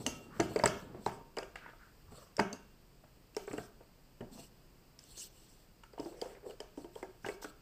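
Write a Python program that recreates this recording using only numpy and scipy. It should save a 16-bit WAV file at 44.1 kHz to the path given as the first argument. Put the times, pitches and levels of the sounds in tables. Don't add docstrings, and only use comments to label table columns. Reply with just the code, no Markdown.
import sys
import numpy as np
from scipy import signal
from scipy.fft import rfft, irfft
from scipy.io import wavfile

SR = 44100
rng = np.random.default_rng(int(sys.argv[2]) if len(sys.argv) > 2 else 0)


def persist_wave(psi):
    counts = np.round(np.clip(psi, -1, 1) * 32767).astype(np.int16)
    wavfile.write(sys.argv[1], SR, np.atleast_2d(counts).T)


N = 335733


def from_db(db):
    return 10 ** (np.asarray(db) / 20)


def rms_one(x):
    return x / np.sqrt(np.mean(x ** 2) + 1e-20)


def at_hz(points, hz):
    table_hz, values = np.array(points)[:, :2].T
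    return np.interp(np.log(hz), np.log(table_hz), values)


def coloured(white, spectrum):
    hz = np.maximum(np.fft.rfftfreq(N, 1 / SR), 1)
    return rms_one(irfft(rfft(white) * from_db(at_hz(spectrum, hz)), N))


def flutter(rate_hz, depth_db):
    steps = rng.standard_normal(int(N / SR * rate_hz) + 2)
    return from_db(depth_db * np.interp(np.arange(N) / SR * rate_hz, np.arange(len(steps)), steps))


def resonant(x, hz, width_hz):
    band = signal.iirpeak(hz, hz / width_hz, fs=SR)
    return rms_one(signal.lfilter(*band, signal.lfilter(*band, x)))


def band_pass(order, low_hz, high_hz):
    return signal.butter(order, [low_hz, high_hz], "band", fs=SR, output="sos")


def dying(t60_s, t):
    return from_db(-60 * t / t60_s)


def add(out, start_s, peak_db, shape):
    i = round(start_s * SR)
    out[i:i + len(shape)] += (from_db(peak_db) * shape / np.abs(shape).max())[:N - i]


# t/s, peak level/dB, item pitch f/Hz, upper rap level/dB re peak
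KNOCKS = [(0.063, -28, 257, -17), (0.3959, -24, 381, -1.5), (0.401, -21.5, 326, -5),
          (0.56, -18, 447, -12.5), (0.594, -26.5, 620, -3.5), (0.637, -13.5, 918, -11),
          (0.657, -20.5, 412, 2.5), (0.947, -40, 362, -17.5), (1.064, -19, 857, -19.5),
          (1.372, -28.5, 444, -4.5), (1.385, -33, 426, -2), (1.426, -37, 526, -4),
          (1.5561, -34.5, 1647, -2.5), (1.66, -42, 957, 0), (1.69, -43.5, 1530, -17.5),
          (1.733, -48, 1266, -16.5), (2.12, -47.5, 215, -8.5), (2.381, -31.5, 590, -8),
          (2.394, -15.5, 878, -3.5), (2.397, -21.5, 421, -31), (2.402, -27.5, 203.7, -30),
          (2.528, -39, 253, -17), (3.038, -51, 626, -3.5), (3.367, -27.5, 414, -10),
          (3.477, -35.5, 412, -2.5), (3.51, -40.5, 363, 0), (3.534, -30, 299, -13),
          (3.581, -31.5, 440, -1.5), (3.807, -48.5, 478, -11.5), (4.207, -35.5, 378, -13.5),
          (4.222, -37.5, 233, -27), (4.378, -46, 770, -22.5), (4.389, -44.5, 263, -32),
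          (5.175, -50.5, 383, -29), (5.835, -48.5, 910, 1), (5.935, -46, 490, -11), (5.979, -38, 663, -24),
          (5.995, -29.5, 300, -34), (6.03, -39.5, 408, -25), (6.059, -34, 334, -23),
          (6.124, -45.5, 425, -14), (6.221, -27.5, 452, -26), (6.258, -37, 520, -22),
          (6.312, -47, 530, -19), (6.348, -50, 417, -1), (6.43, -47.5, 406, -12),
          (6.462, -43.5, 400, -19.5), (6.509, -48, 535, -6.5), (6.604, -34.5, 432, -16),
          (6.775, -33.5, 290, -27), (6.845, -38, 347, -22), (6.958, -35.5, 447, -37),
          (7.029, -31, 377, -14), (7.247, -31.5, 812, -11), (7.246, -32.5, 1586, -17),
          (7.263, -33.5, 388, -10), (7.288, -28.5, 411, -8.5), (7.424, -43, 900, -1),
          (7.444, -37.5, 298, 1.5)]
# f/Hz, level/dB, t60/s
TABLE_MODES = [(274, -15, .16), (338, -4, 0.168), (426, 6, 0.34), (453, -5.5, 0.11), (499.5, 3, 0.95),
               (601.4, 2.5, 0.17), (688, 4, 0.093), (787, 3, 0.058), (920, 3, 0.86), (1360, -54, 0.043)]
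RAP_LAG_S = 0.002093
MIDDLING_KNOCK_DB, RATTLE_DB, RATTLE_DB_PER_DB = -35, -50.5, 0.78


def knocks(reach_octaves=1.0, item_db=9.5, free_db=-22, rise_s=0.00027, held_s=0.036,
           rattle_t60_s=0.19, floor_hz=190):
    out, t = np.zeros(N), np.arange(SR // 4) / SR
    hz, mode_db, mode_t60_s = np.transpose(TABLE_MODES)[:, :, None]
    rise = 1 - np.exp(-(t / rise_s) ** 2)
    free = from_db(free_db) * dying(mode_t60_s, t)
    radiate = signal.butter(4, floor_hz, "high", fs=SR, output="sos")
    upper = band_pass(3, 1100, 2300)
    for start_s, peak_db, pitch_hz, rap_db in KNOCKS:
        chance, phase = rng.standard_normal((2, len(TABLE_MODES), 1))
        noise = rng.standard_normal(len(t))
        bumps = from_db(4 * np.repeat(rng.standard_normal(len(t) // 250 + 1), 250)[:len(t)])

        held = from_db(-60 * (t / held_s) ** 2 * (pitch_hz / 400) ** 1.25)
        near_db = -6 * np.abs(np.log2(hz / pitch_hz)) / reach_octaves
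        modes = from_db(mode_db + near_db + 4 * chance) * np.sin(2 * np.pi * hz * t + phase)
        item = from_db(item_db) * np.sin(2 * np.pi * pitch_hz * t) * held
        body = (modes * (held + free)).sum(axis=0) + item
        add(out, start_s, peak_db, signal.sosfilt(radiate, body * rise))

        rap = signal.sosfilt(upper, noise * dying(0.027, t))
        add(out, start_s + RAP_LAG_S, peak_db + rap_db, rap)

        loose = signal.sosfilt(band_pass(2, .7 * pitch_hz, 2.2 * pitch_hz), noise[::-1] * bumps)
        rattle_db = RATTLE_DB + RATTLE_DB_PER_DB * (peak_db - MIDDLING_KNOCK_DB)
        add(out, start_s, rattle_db, loose * (1 - held) * dying(rattle_t60_s, t))
    return out


# t/s, peak level/dB
THUDS = [(0.062, -39), (0.395, -29.5), (0.559, -39), (0.636, -25.5), (1.062, -35), (2.119, -48),
         (2.39, -33), (2.527, -67.5), (3.508, -43), (3.581, -41), (4.206, -40), (4.384, -49), (5.998, -46),
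         (7.242, -43.5)]
# f/Hz, level/dB, t60/s
THUD_MODES = [(47, -10.5, 0.17), (125.8, -4.5, 0.24), (164.3, -1, 0.1), (199.8, 0.5, 0.095)]


def thuds(rise_s=0.0022):
    out, t = np.zeros(N), np.arange(SR // 4) / SR
    thud = sum(from_db(db) * np.sin(2 * np.pi * hz * t) * dying(t60_s, t) for hz, db, t60_s in THUD_MODES)
    thud *= 1 - np.exp(-(t / rise_s) ** 2)
    for start_s, peak_db in THUDS:
        add(out, start_s, peak_db, thud)
    return out


# t/s, peak level of the ring/dB, ring f/Hz
TICKS = [(0.065, -19, 6200), (0.0644, -19, 2930), (0.401, -22.5, 6050), (0.407, -31.5, 4450),
         (0.5605, -32.5, 4760), (0.5906, -33.5, 4550), (0.6384, -21, 4930), (0.6582, -14.5, 7970),
         (0.6754, -27, 5000), (1.062, -30.5, 4010), (1.3688, -33.5, 2930), (1.3856, -29.5, 4960),
         (1.431, -39.5, 2900), (1.557, -39, 2750), (2.3676, -30, 5450), (2.392, -29.5, 4930),
         (2.398, -26.5, 4800), (2.529, -29.5, 6170), (2.532, -35.5, 4590), (3.3485, -45, 2720),
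         (3.3662, -27.5, 5460), (3.473, -45.5, 7660), (3.5317, -40.5, 7160), (3.5791, -37, 2800),
         (4.208, -45, 2950), (4.9904, -39, 5500), (5.0392, -47.5, 7800), (5.1779, -36, 6240),
         (5.836, -45.5, 2850), (5.933, -53, 4800), (5.9866, -48, 2980), (5.9991, -38.5, 5050),
         (6.049, -45, 4870), (6.2151, -31, 4750), (6.2161, -34, 3170), (6.498, -46.5, 3040),
         (6.508, -43, 2880), (6.6027, -35.5, 3080), (6.6037, -37.5, 5100), (6.7738, -53, 3150),
         (6.8452, -51, 3120), (6.955, -42.5, 3200), (7.0278, -39.5, 2060), (7.2633, -33, 2900),
         (7.2867, -33, 1980), (7.4445, -38, 1470)]
RING_OVER_CRACK_DB, RING_T60_CYCLES, CRACK_T60_S = 2, 65, .015


def ticks(tail_db=-16, tail_t60_s=0.18, low_hz=1500, top_hz=13000):
    cracks, rings, t = np.zeros(N), np.zeros(N), np.arange(SR // 8) / SR
    edges = band_pass(2, low_hz, top_hz)
    decay = dying(CRACK_T60_S, t) + from_db(tail_db) * dying(tail_t60_s, t)
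    for start_s, peak_db, pitch_hz in TICKS:
        crack = signal.sosfilt(edges, rng.standard_normal(len(t)) * decay)
        ring = np.sin(2 * np.pi * pitch_hz * t) * dying(RING_T60_CYCLES / pitch_hz, t)
        add(cracks, start_s, peak_db - RING_OVER_CRACK_DB, crack)
        add(rings, start_s, peak_db, ring)
    return cracks, rings


# f/Hz, width f/Hz, gain level/dB
PEAKS_AND_DIPS = [(3960, 180, -2), (4750, 1050, 7), (7680, 1240, 15.5), (10650, 19100, -17)]


def peaks_and_dips(x):
    for hz, width_hz, db in PEAKS_AND_DIPS:
        x = x + (from_db(db) - 1) * signal.lfilter(*signal.iirpeak(hz, hz / width_hz, fs=SR), x)
    return x


# t/s, peak level/dB
CLINKS = [(0.066, -33), (2.532, -48)]
# f/Hz, level/dB, t60/s
JAR_MODES = [(1297, -12, .6), (2762, -2, .45), (4500, -5, .1), (6105, -4, .2), (6340, -8, .25),
             (6530, -3, .25), (11520, -9, .14)]


def clinks():
    out, t = np.zeros(N), np.arange(SR // 2) / SR
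    ring = np.zeros(len(t))
    for hz, db, t60_s in JAR_MODES:
        tremble = flutter(60, 2.5)[:len(t)]
        ring += from_db(db) * np.sin(2 * np.pi * hz * t) * dying(t60_s, t) * tremble
    for start_s, peak_db in CLINKS:
        add(out, start_s, peak_db, ring)
    return out


SWELL_SHARE = 0.39


def stroke(out, sound, start_s, length_s, db):
    end_s = start_s + length_s
    span = np.arange(max(round(start_s * SR), 0), min(round(end_s * SR), N))
    top_s = start_s + SWELL_SHARE * length_s
    swell = np.sin(np.interp(span / SR, [start_s, top_s, end_s], [0, np.pi / 2, np.pi]))
    out[span] += from_db(db) * swell * sound[span]


# start t/s, length t/s, rms level at full swell/dB
BRUSHES = [(-.2, 0.51, -60), (0.316, 0.39, -60), (0.593, 0.29, -60), (0.982, 0.24, -63.5),
           (2.085, 0.24, -64), (3.36, 0.14, -65), (3.464, 0.25, -61), (4.305, 0.19, -57),
           (5.003, 0.32, -61.5), (5.153, 0.091, -54.5), (5.204, 0.078, -51.5), (5.25, 0.45, -66),
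           (5.97, 0.22, -62), (6.157, 0.24, -65), (6.445, 0.11, -65), (6.748, 0.13, -67),
           (6.922, 0.15, -65), (7.217, 0.16, -59.5), (7.414, 0.039, -51), (7.42, .1, -61.5)]
# f/Hz, relative level per Hz/dB
BRUSH_HISS = [(880, -43), (1500, -24.5), (2190, -22), (2960, -0.5), (3960, -10), (4280, 1), (6760, -6.5),
              (7670, 1.5), (9140, -11), (15300, -16)]


def brushes(grains):
    out, hiss = np.zeros(N), coloured(grains, BRUSH_HISS)
    patchy = np.zeros(N)
    for low_hz in 1400 * 1.5 ** np.arange(6):
        patchy += signal.sosfilt(band_pass(2, low_hz, 1.5 * low_hz), hiss) * flutter(40, 1.8)
    hiss = rms_one(patchy) * flutter(50, 1.8)
    for start_s, length_s, db in BRUSHES:
        stroke(out, hiss, start_s, length_s, db)
    return out


# start t/s, length t/s, rms level at full swell/dB, centre f/Hz
SCRAPES = [(0.289, 0.13, -54, 1230), (1.56, 0.21, -58.5, 1500), (1.773, 0.18, -63.5, 1445),
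           (2.055, 0.3, -63, 1110), (2.112, 0.2, -62.5, 540), (2.031, 0.15, -59.5, 86.6),
           (4.205, 0.23, -69, 800), (4.291, 0.093, -53.5, 220), (5.965, 0.5, -55.5, 454),
           (5.165, 0.073, -50.5, 6400), (5.97, 0.046, -65.5, 3020), (6.106, 0.36, -68, 1850),
           (6.432, 0.13, -46.5, 424)]
SCRAPE_WIDTH_SHARE = 0.43


def scrapes(friction):
    out = np.zeros(N)
    for start_s, length_s, db, hz in SCRAPES:
        stroke(out, resonant(friction, hz, SCRAPE_WIDTH_SHARE * hz), start_s, length_s, db)
    return out


# t/s, rms level/dB
RUMBLE = [(0.0, -46.5), (0.34, -55.5), (0.538, -44), (0.922, -52), (1.32, -65), (1.7, -64)]
RUMBLE_HZ, RUMBLE_WIDTH_HZ = 168, 347


def rumble(friction):
    s, db = np.transpose(RUMBLE)
    level_db = np.interp(np.arange(N) / SR, s, db, right=-120)
    return from_db(level_db) * resonant(friction, RUMBLE_HZ, RUMBLE_WIDTH_HZ)


def slides(grain_db=2.5):
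    grains = rng.standard_normal(N) * from_db(grain_db * np.minimum(rng.exponential(1, N), 4))
    friction = grains[::-1] * flutter(60, 3.5)
    return brushes(grains) + scrapes(friction) + rumble(friction)


# f/Hz, t60/s
ROOM = [(100, 0.52), (500, 0.37), (2000, 0.49), (6000, 0.32), (14000, 0.28)]
ROOM_DB, ROOM_GAP_S, ROOM_DULL_HZ = -6.5, 0.0087, 4430


def room(x):
    t = np.arange(SR * 3 // 5) / SR
    tail, white = np.zeros(len(t)), rng.standard_normal(len(t))
    for low_hz in 60 * 2. ** np.arange(8):
        band = signal.sosfilt(band_pass(2, low_hz, 2 * low_hz), white)
        tail += band * dying(at_hz(ROOM, low_hz * np.sqrt(2)), t)
    tail /= np.sqrt(np.sum(tail ** 2))
    tail = np.r_[np.zeros(round(ROOM_GAP_S * SR)), tail]
    dull = signal.lfilter(*signal.butter(1, ROOM_DULL_HZ, fs=SR), tail)
    return from_db(ROOM_DB) * signal.fftconvolve(x, dull)[:N]


# f/Hz, relative level per Hz/dB
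BACKGROUND = [(12, -13), (20, 9), (45, 6), (75, -5.5), (125, 0.5), (185, -4), (282, -7), (352, -7.5),
              (565, -12.5), (2210, -22.5), (2760, -20.5), (3750, -27), (4810, -19.5), (6190, -29.5),
              (8170, -24), (9930, -37), (13500, -26), (15500, -26.5)]
BACKGROUND_DB = -61


def background():
    return from_db(BACKGROUND_DB) * coloured(rng.standard_normal(N), BACKGROUND) * flutter(3.1, 0.54)


def scene(crack_carry_db=6.5):
    cracks, rings = peaks_and_dips(np.array(ticks()))
    touches = knocks() + thuds() + clinks()
    echoes = room(touches + from_db(crack_carry_db) * cracks)
    return (touches + cracks + rings + echoes + slides() + background())[None]


def record(dry):
    return signal.sosfilt(signal.ellip(12, .5, 70, 15350, fs=SR, output="sos"), dry)


dry = scene()
out = record(dry)
persist_wave(out)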